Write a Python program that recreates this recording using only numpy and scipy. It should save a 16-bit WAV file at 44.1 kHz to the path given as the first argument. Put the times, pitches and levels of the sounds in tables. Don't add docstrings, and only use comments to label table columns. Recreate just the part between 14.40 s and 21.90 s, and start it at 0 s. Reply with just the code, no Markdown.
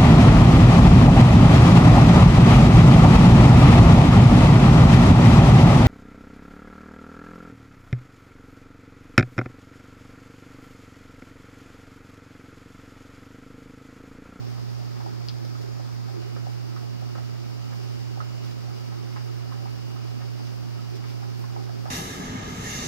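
import sys
import numpy as np
from scipy import signal
from scipy.fft import rfft, irfft
from scipy.io import wavfile

SR = 44100
rng = np.random.default_rng(int(sys.argv[2]) if len(sys.argv) > 2 else 0)


def output_pcm(signal):
    pcm = np.clip(np.atleast_2d(signal).T, -1, 1) * 32767
    wavfile.write(sys.argv[1], SR, np.round(pcm).astype(np.int16))


N = 330838
TIME = np.arange(N) / SR
FREQS = np.maximum(np.arange(N // 2 + 1) * SR / N, 1)


def from_db(db):
    return 10 ** (np.asarray(db) / 20)


def rms_one(x):
    return x / np.sqrt(np.mean(x ** 2) + 1e-20)


def fader(points):
    return np.interp(TIME, *np.transpose(points))


def eq_curve(points):
    hz, db = np.transpose(points)
    return np.interp(np.log(FREQS), np.log(hz), db)


def coloured(x, eq):
    return rms_one(irfft(rfft(x) * from_db(eq_curve(eq)), N))


def drift(rate_hz):
    return rms_one(irfft(rfft(rng.standard_normal(N)) / (1 + (FREQS / rate_hz) ** 2), N))


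def swell(s, length_s):
    return 0.5 ** ((2 * (TIME - s) / length_s) ** 2)


def resonate(x, hz, width_hz):
    r = np.exp(-np.pi * width_hz / SR)
    feedback = [1, -2 * r * np.cos(2 * np.pi * hz / SR), r * r]
    return signal.lfilter(np.array([1, 0, -1]) * (1 - r * r) / 2, feedback, x + 1e-18)


def steep_band(x, hz, width_hz):
    return resonate(resonate(x, hz, width_hz), hz, 2 * width_hz)


def add(track, s, sound):
    i = int(np.clip(s * SR, 0, N - 1))
    track[i:i + len(sound)] += sound[:N - i]


# delay/s, left gain, right gain
REFLECTIONS = [(.00111, 0.45, -0.44), (.00279, 0.082, -0.3), (.00558, 0.22, 0.8), (.00753, 0.08, -0.3),
               (.00984, -0.22, -0.3), (.01147, 0.15, 0.16), (.02288, 0.07, -0.15)]
def kitchen(x, tail_db, echo_db=0, t60_s=0.18):
    t = TIME[:SR // 3]
    fade_in = np.clip(t / 0.0071 - .5, 0, 1)
    tail = rng.standard_normal((2, len(t))) * from_db(-60 * t / t60_s) * fade_in
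    response = from_db(tail_db) * rms_one(tail) / np.sqrt(len(t))
    response[:, 0] += 1
    for delay, left, right in REFLECTIONS:
        response[:, int(delay * SR)] += from_db(echo_db) * np.array([left, right])
    return signal.fftconvolve(np.atleast_2d(x), response, axes=1)[:, :N]


# f/Hz, side over mid/dB
WIDTH_EQ = [(60, -13), (230, -20.5), (350, -14.5), (520, -11.5), (800, -5.5), (1200, 1.5), (2000, 1)]
# f/Hz, left over right/dB
PAN_EQ = [(55, -3.5), (80, -8), (150, -1.5), (195, -1.5), (280, 1.5), (340, -5), (580, -0.5), (720, -3),
          (1050, 2.5), (1250, -1.5), (1500, 0.5), (2700, -0.5), (4000, -2.5)]
def diffuse_noise():
    mid, side = rfft(rng.standard_normal((2, N)))
    width, signs = from_db(eq_curve(WIDTH_EQ)), np.array([[1], [-1]])
    pair = (mid + width * side * signs) / np.hypot(1, width)
    return irfft(pair * from_db(signs * eq_curve(PAN_EQ) / 2), N)


# f/Hz, gain/dB
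AIR_EQ = [(30, -13), (42, -10.5), (58, -4.5), (90, -8), (150, 0.5), (225, -0.5), (290, -3), (420, -6),
          (500, -13), (650, -13), (850, -15.5), (1400, -20), (2600, -29), (6000, -40), (15000, -57)]
# f/Hz, left level/dB, right level/dB
FAN_NOTES = [(590, -72.5, -65), (780.5, -63, -60.5)]
def fan(air_db, tone_width_hz):
    out = from_db(air_db) * coloured(diffuse_noise(), AIR_EQ)
    for hz, left, right in FAN_NOTES:
        tone = rms_one(resonate(rng.standard_normal((2, N)), hz, tone_width_hz))
        out += from_db([[left], [right]]) * tone
    return out


MAINS_HZ = 60.075
def mains_tone(harmonic, left_db, right_db):
    cycles = harmonic * MAINS_HZ * TIME + rng.random()
    return from_db([[left_db], [right_db]]) * np.sqrt(2) * np.sin(2 * np.pi * cycles)


# mains harmonic, left level/dB, right level/dB
HUM_PARTIALS = [(1, -49.5, -47), (2, -38, -29.5), (4, -49.5, -47.5), (6, -67.5, -64.5)]
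def hum(waver_db):
    return sum(mains_tone(*row) for row in HUM_PARTIALS) * from_db(waver_db * drift(5.2))


# mains harmonic, left level/dB, right level/dB
WHINE_PARTIALS = [(38, -78, -76), (44, -69.5, -68), (46, -81, -78), (48, -70, -61), (50, -78, -76),
                  (56, -78, -78), (64, -76, -79), (72, -76, -86), (75, -79, -86), (78, -80, -86),
                  (79, -80, -86), (82, -79, -88), (96, -81, -80), (98, -80, -81), (100, -84, -80)]
# t/s, gain/dB
WHINE_RIDE = [(0, -3), (1.72, -19), (1.8, 3), (2.1, -1), (4.09, 4), (4.16, 0), (5.85, 2.5), (7.5, -1.5)]
def whine(waver_db):
    ride_db = fader(WHINE_RIDE)
    lower = sum(mains_tone(*row) * from_db(ride_db + waver_db * drift(4.7)) for row in WHINE_PARTIALS[:5])
    return lower + sum(mains_tone(*row) for row in WHINE_PARTIALS[5:])


# f/Hz, gain/dB
BUZZ_EQ = [(1500, -40), (2700, 1), (3500, -11), (4500, -2), (5800, -11.5), (6500, -14), (7050, -7),
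           (7600, -20), (9000, -15), (12000, -36)]
def buzz(level_db, odd_db, scatter_db, cycle_samples=8192):
    harmonics = np.arange(1, 200)
    partial_db = np.interp(harmonics * MAINS_HZ, FREQS, eq_curve(BUZZ_EQ)) + odd_db * (harmonics % 2)
    partial_db[np.isin(harmonics, np.array(WHINE_PARTIALS)[:, 0])] = -np.inf
    partial_db = partial_db + scatter_db * rng.standard_normal((2, len(harmonics)))
    partials = from_db(partial_db) * np.exp(2j * np.pi * rng.random(partial_db.shape))
    cycles = irfft(np.insert(partials, 0, 0, axis=1), cycle_samples)
    phase = np.arange(cycle_samples) / cycle_samples
    looped = np.array([np.interp(MAINS_HZ * TIME % 1, phase, cycle) for cycle in cycles])
    return from_db(level_db) * rms_one(looped)


# t/s, level/dB
WHISTLE_RIDE = [(1.0, -76), (1.25, -72), (2.2, -77), (3.0, -74), (4.0, -72), (4.6, -80)]
def whistling(hz, width_hz, left_db, flutter_db):
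    tone = steep_band(rng.standard_normal((2, N)), hz, width_hz)
    panned = rms_one(tone * from_db([[left_db], [0]]))
    return from_db(fader(WHISTLE_RIDE) + flutter_db * drift(5.8)) * panned


def crackle(per_s, spread_db):
    sizes = from_db(spread_db * np.minimum(rng.exponential(1, N), 4)) * rng.choice([-1, 1], N)
    return sizes * (rng.random(N) < per_s / SR)


# f/Hz, gain/dB
SIZZLE_EQ = [(1200, 1.5), (2200, 6.5), (3300, 4.5), (4500, 0), (5600, -0.5), (6500, -5), (8000, -8),
             (16000, -23)]
SPRAY_EQ = [(5000, -16), (9000, -1), (11800, -2.5), (13000, 4), (14000, -4), (15500, 2)]
# crest t/s, length/s, sizzle boost/dB, spray boost/dB
WASHES = [(1.223, 0.017, 6.5, 0), (1.83, .04, 4, 0), (2.136, 0.045, 0.5, 3.5), (3.54, .35, 2, 2),
          (4.06, 0.046, 6, 0), (4.117, 0.022, 7, 5), (4.717, .06, 2, 2), (6.068, 0.061, 4.5, 1),
          (6.566, 0.032, 5.5, -1), (6.697, 0.039, 5.5, 2), (7.01, 0.065, -1, 6), (7.464, 0.13, 1, 3.5)]
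def sizzling(sizzle_db, spray_db, growth_db_per_s):
    wetting_db = 0.55 * drift(5.0) + growth_db_per_s * (TIME - TIME.mean())
    sizzle_db, spray_db = sizzle_db + wetting_db, spray_db + 1.6 * wetting_db
    for s, length, sizzle_boost_db, spray_boost_db in WASHES:
        sizzle_db += sizzle_boost_db * swell(s, length)
        spray_db += spray_boost_db * swell(s, length)
    sizzle = kitchen([crackle(per_s=5000, spread_db=5.5) for _ in range(2)], tail_db=-3)
    spray = kitchen([crackle(per_s=7500, spread_db=2.5) for _ in range(2)], tail_db=22)
    return from_db(sizzle_db) * coloured(sizzle, SIZZLE_EQ) + from_db(spray_db) * coloured(spray, SPRAY_EQ)


# t/s, hold/s, level/dB
STEAM_PUFFS = [(1.046, 0.014, -61), (1.215, .016, -59), (2.088, 0.028, -67), (4.05, .02, -59),
               (6.555, .018, -57)]
def spurting(release_s):
    envelope = np.zeros(N)
    for s, hold_s, db in STEAM_PUFFS:
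        release = np.exp(-np.maximum(TIME - s - hold_s, 0) / release_s)
        envelope += from_db(db) * (TIME > s) * release
    return envelope * coloured(rng.standard_normal((2, N)), SPRAY_EQ)


def blip(hz, swell_s, glide):
    age = TIME[:SR // 50] / swell_s
    pitch = hz * (1 + glide * np.tanh(age / 2 - 1))
    return age * np.exp(1 - age) * np.sin(2 * np.pi * np.cumsum(pitch) / SR)


# t/s, level/dB, ring f/Hz
DROPLETS = [(0.8857, -33.5, 4400), (0.8930, -39.5, 4600), (0.8975, -42.5, 3900), (1.0505, -47, 5000)]
def spitting(glide, steam_db, steam_s, right_db, right_lag_s):
    out, age = np.zeros(N), TIME[:SR // 20]
    band = signal.butter(2, [2700, 4400], "band", fs=SR, output="sos")
    crack = blip(hz=3000, swell_s=0.0002, glide=glide)
    for s, db, hz in DROPLETS:
        ring = blip(hz, swell_s=0.00045, glide=glide)
        hiss = rms_one(signal.sosfilt(band, rng.standard_normal(len(age))))
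        add(out, s, from_db(db) * (crack + ring))
        add(out, s, from_db(db + steam_db) * hiss * np.exp(-age / steam_s))
    right = from_db(right_db) * np.roll(out, int(right_lag_s * SR))
    return kitchen([out, right], tail_db=-16, echo_db=-7)


# f/Hz, width/Hz, gain/dB
BODY_MODES = [(354, 59, 10), (390, 37, 0)]
# middle t/s, length/s, gain/dB
HEAVES = [(0.42, .12, -12), (0.73, 0.15, 4), (1.258, 0.078, 7), (1.373, .06, -13), (1.58, 0.14, -14),
          (1.774, 0.065, 11), (1.865, 0.026, 12), (2.222, 0.31, -6), (3.13, 0.051, 4), (3.28, 0.11, -21),
          (3.39, 0.066, 5.5), (3.61, 0.053, -1), (4.897, 0.054, 6.5), (6.357, 0.11, 2), (6.553, 0.078, 11),
          (6.993, 0.089, 3.5)]
def churning(level_db, swing_db):
    heave_db = swing_db * drift(5.1) + sum(db * swell(s, length) for s, length, db in HEAVES)
    push = diffuse_noise()
    boom = sum(from_db(db) * steep_band(push, hz, width) for hz, width, db in BODY_MODES)
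    return from_db(level_db + heave_db) * rms_one(boom)


# f/Hz, width/Hz, left gain, right gain
AIR_MODES = [(830, 35, 0.99, 1), (1050, 87, 0.21, 0.94), (1214, 19, -0.65, 0.82), (1313, 77, 0.83, 1)]
def pot_air(x):
    return x + sum(np.array([[left], [right]]) * resonate(x, hz, width)
                   for hz, width, left, right in AIR_MODES)


# f/Hz, gain/dB
SIMMER_EQ = [(250, -26), (400, -32), (520, -1.5), (700, 3.5), (950, -16), (1300, 0.5), (1600, -8.5),
             (2200, -2.5), (3000, -12)]
def small_bubbles(count, spread_db, level_db):
    out = np.zeros((2, N))
    for when, smallness, chance, place in rng.random((count, 4)):
        gain = from_db(spread_db * min(-np.log(chance), 3))
        plop = gain * blip(hz=350 * 8 ** smallness, swell_s=0.0016 / 2 ** smallness, glide=0.088)
        offset_s = (place - .5) * 0.00068
        for track, side in zip(out, (1, -1)):
            add(track, when * N / SR + side * offset_s, plop)
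    return from_db(level_db) * coloured(pot_air(kitchen(out, tail_db=1.5)), SIMMER_EQ)


def splash(hz, rise_s=0.0023, t60_s=0.11, edge_ratio=1.6):
    age = TIME[:SR // 10]
    band = signal.butter(2, [hz / edge_ratio, hz * edge_ratio], "band", fs=SR, output="sos")
    spatter = rms_one(signal.sosfilt(band, rng.standard_normal(len(age))))
    return spatter * (1 - np.exp(-age / rise_s)) * from_db(-60 * age / t60_s)


# t/s, level/dB, f/Hz, snap over plop/dB, splash level/dB, right lag/ms
BURSTS = [(0.178, -40, 560, -20, -52, 0.065), (0.565, -44, 1130, -10, -53, -.1),
          (0.6035, -33, 860, -12, -49, .04), (0.6615, -29, 830, -21, -59, .06),
          (1.0465, -35, 580, -20, -61, 0.06), (1.152, -38, 1290, -14, -60, -0.11),
          (1.3955, -31.5, 685, -16, -58, .09), (1.685, -35.5, 780, -21, -58, .06),
          (1.820, -39, 670, -12, -56, .1), (1.9635, -35.5, 540, -1, -47, .2),
          (2.068, -29, 725, -18, -56, .1), (2.364, -39.5, 1300, -9, -50, -.15),
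          (2.622, -32.5, 690, -21, -57, .1), (2.7525, -35.5, 540, 0, -47, .2),
          (2.781, -33, 780, -7, -49, .06), (3.3075, -40, 900, -10, -52, .06),
          (3.3225, -39, 513, -5, -45.5, .1), (3.7725, -31.5, 743, -23, -59, .06),
          (3.8036, -27, 1300, -17, -48, -.12), (4.52, -39, 807, -10, -50, 0),
          (4.7615, -37, 1020, 2.5, -43, -0.11), (5.1215, -35.5, 1110, -18, -47, -0.13),
          (5.222, -37, 617, -9, -54, .1), (5.256, -31, 880, -17, -54, .09),
          (5.563, -41, 1250, -12, -59, -0.18), (5.811, -50, 810, -6, -46.5, 0.073),
          (5.954, -40, 635, -14, -62, .1), (5.996, -38, 830, -14, -55, 0.13),
          (6.117, -41, 530, -20, -62, 0), (6.639, -39, 2060, -15, -49.5, .15),
          (6.827, -34.5, 845, -10.5, -48, 0.077), (7.04, -39, 1000, -6, -53, -0.17),
          (7.163, -28.5, 830, -27, -57, .04), (7.202, -41, 775, -18, -57, .1),
          (7.295, -35.5, 750, -6, -54, 0.083), (7.456, -28, 705, -8, -45, 0.049),
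          (7.483, -30, 860, -19, -55, 0.06)]
def big_bubbles(snap_hz, snap_trim_db, splash_trim_db, left_db, right_db):
    out = np.zeros((2, N))
    for s, plop_db, hz, snap_db, splash_db, lag_ms in BURSTS:
        size = 800 / hz
        cavity = blip(hz, swell_s=0.0011 * np.sqrt(size), glide=0.063)
        snap = from_db(snap_db + snap_trim_db) * blip(snap_hz, swell_s=0.00029, glide=0.2)
        for track, arrival in zip(out, (s, s + lag_ms / 1000)):
            add(track, arrival, from_db(plop_db) * (cavity + snap))
            add(track, arrival, from_db(splash_db + splash_trim_db) * splash(hz=1110 / size ** 0.34))
    return from_db([[left_db], [right_db]]) * pot_air(kitchen(out, tail_db=-7))


def scene():
    boil = big_bubbles(snap_hz=1210, snap_trim_db=5, splash_trim_db=1, left_db=-0.2, right_db=-1.7)
    boil += small_bubbles(count=1800, spread_db=1.5, level_db=-55)
    boil += churning(level_db=-48.5, swing_db=2.5)
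    spits = spitting(glide=-0.2, steam_db=-13, steam_s=0.012, right_db=-3, right_lag_s=0.0001)
    cooktop = buzz(level_db=-68.5, odd_db=-11, scatter_db=3.3) + hum(waver_db=0.5) + whine(waver_db=1)
    cooktop += fan(air_db=-40.5, tone_width_hz=8.1)
    hiss = sizzling(sizzle_db=-59, spray_db=-63, growth_db_per_s=0.14) + spurting(release_s=0.0067)
    hiss += whistling(hz=7040, width_hz=270, left_db=-7, flutter_db=2)
    return cooktop + hiss + spits + boil


# f/Hz, width/Hz, boost/dB
PORT_PEAKS = [(4910, 684, 15.5), (5440, 1230, 11.5)]
# f/Hz, gain/dB
HISS_EQ = [(1000, -4), (8000, -11), (11500, -12.5), (15500, -2)]
def record(dry):
    ported = np.array([x + (from_db(db) - 1) * resonate(x, hz, width)
                       for x, (hz, width, db) in zip(dry, PORT_PEAKS)])
    ported += from_db(-59.5) * coloured(rng.standard_normal((2, N)), HISS_EQ)
    cutoff_hz = 15780
    low_pass = 1 / np.sqrt(1 + np.minimum(FREQS / cutoff_hz, 2) ** 400)
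    return irfft(rfft(ported * [[1], [-1]]) * low_pass, N)


dry = scene()
out = record(dry)
output_pcm(out)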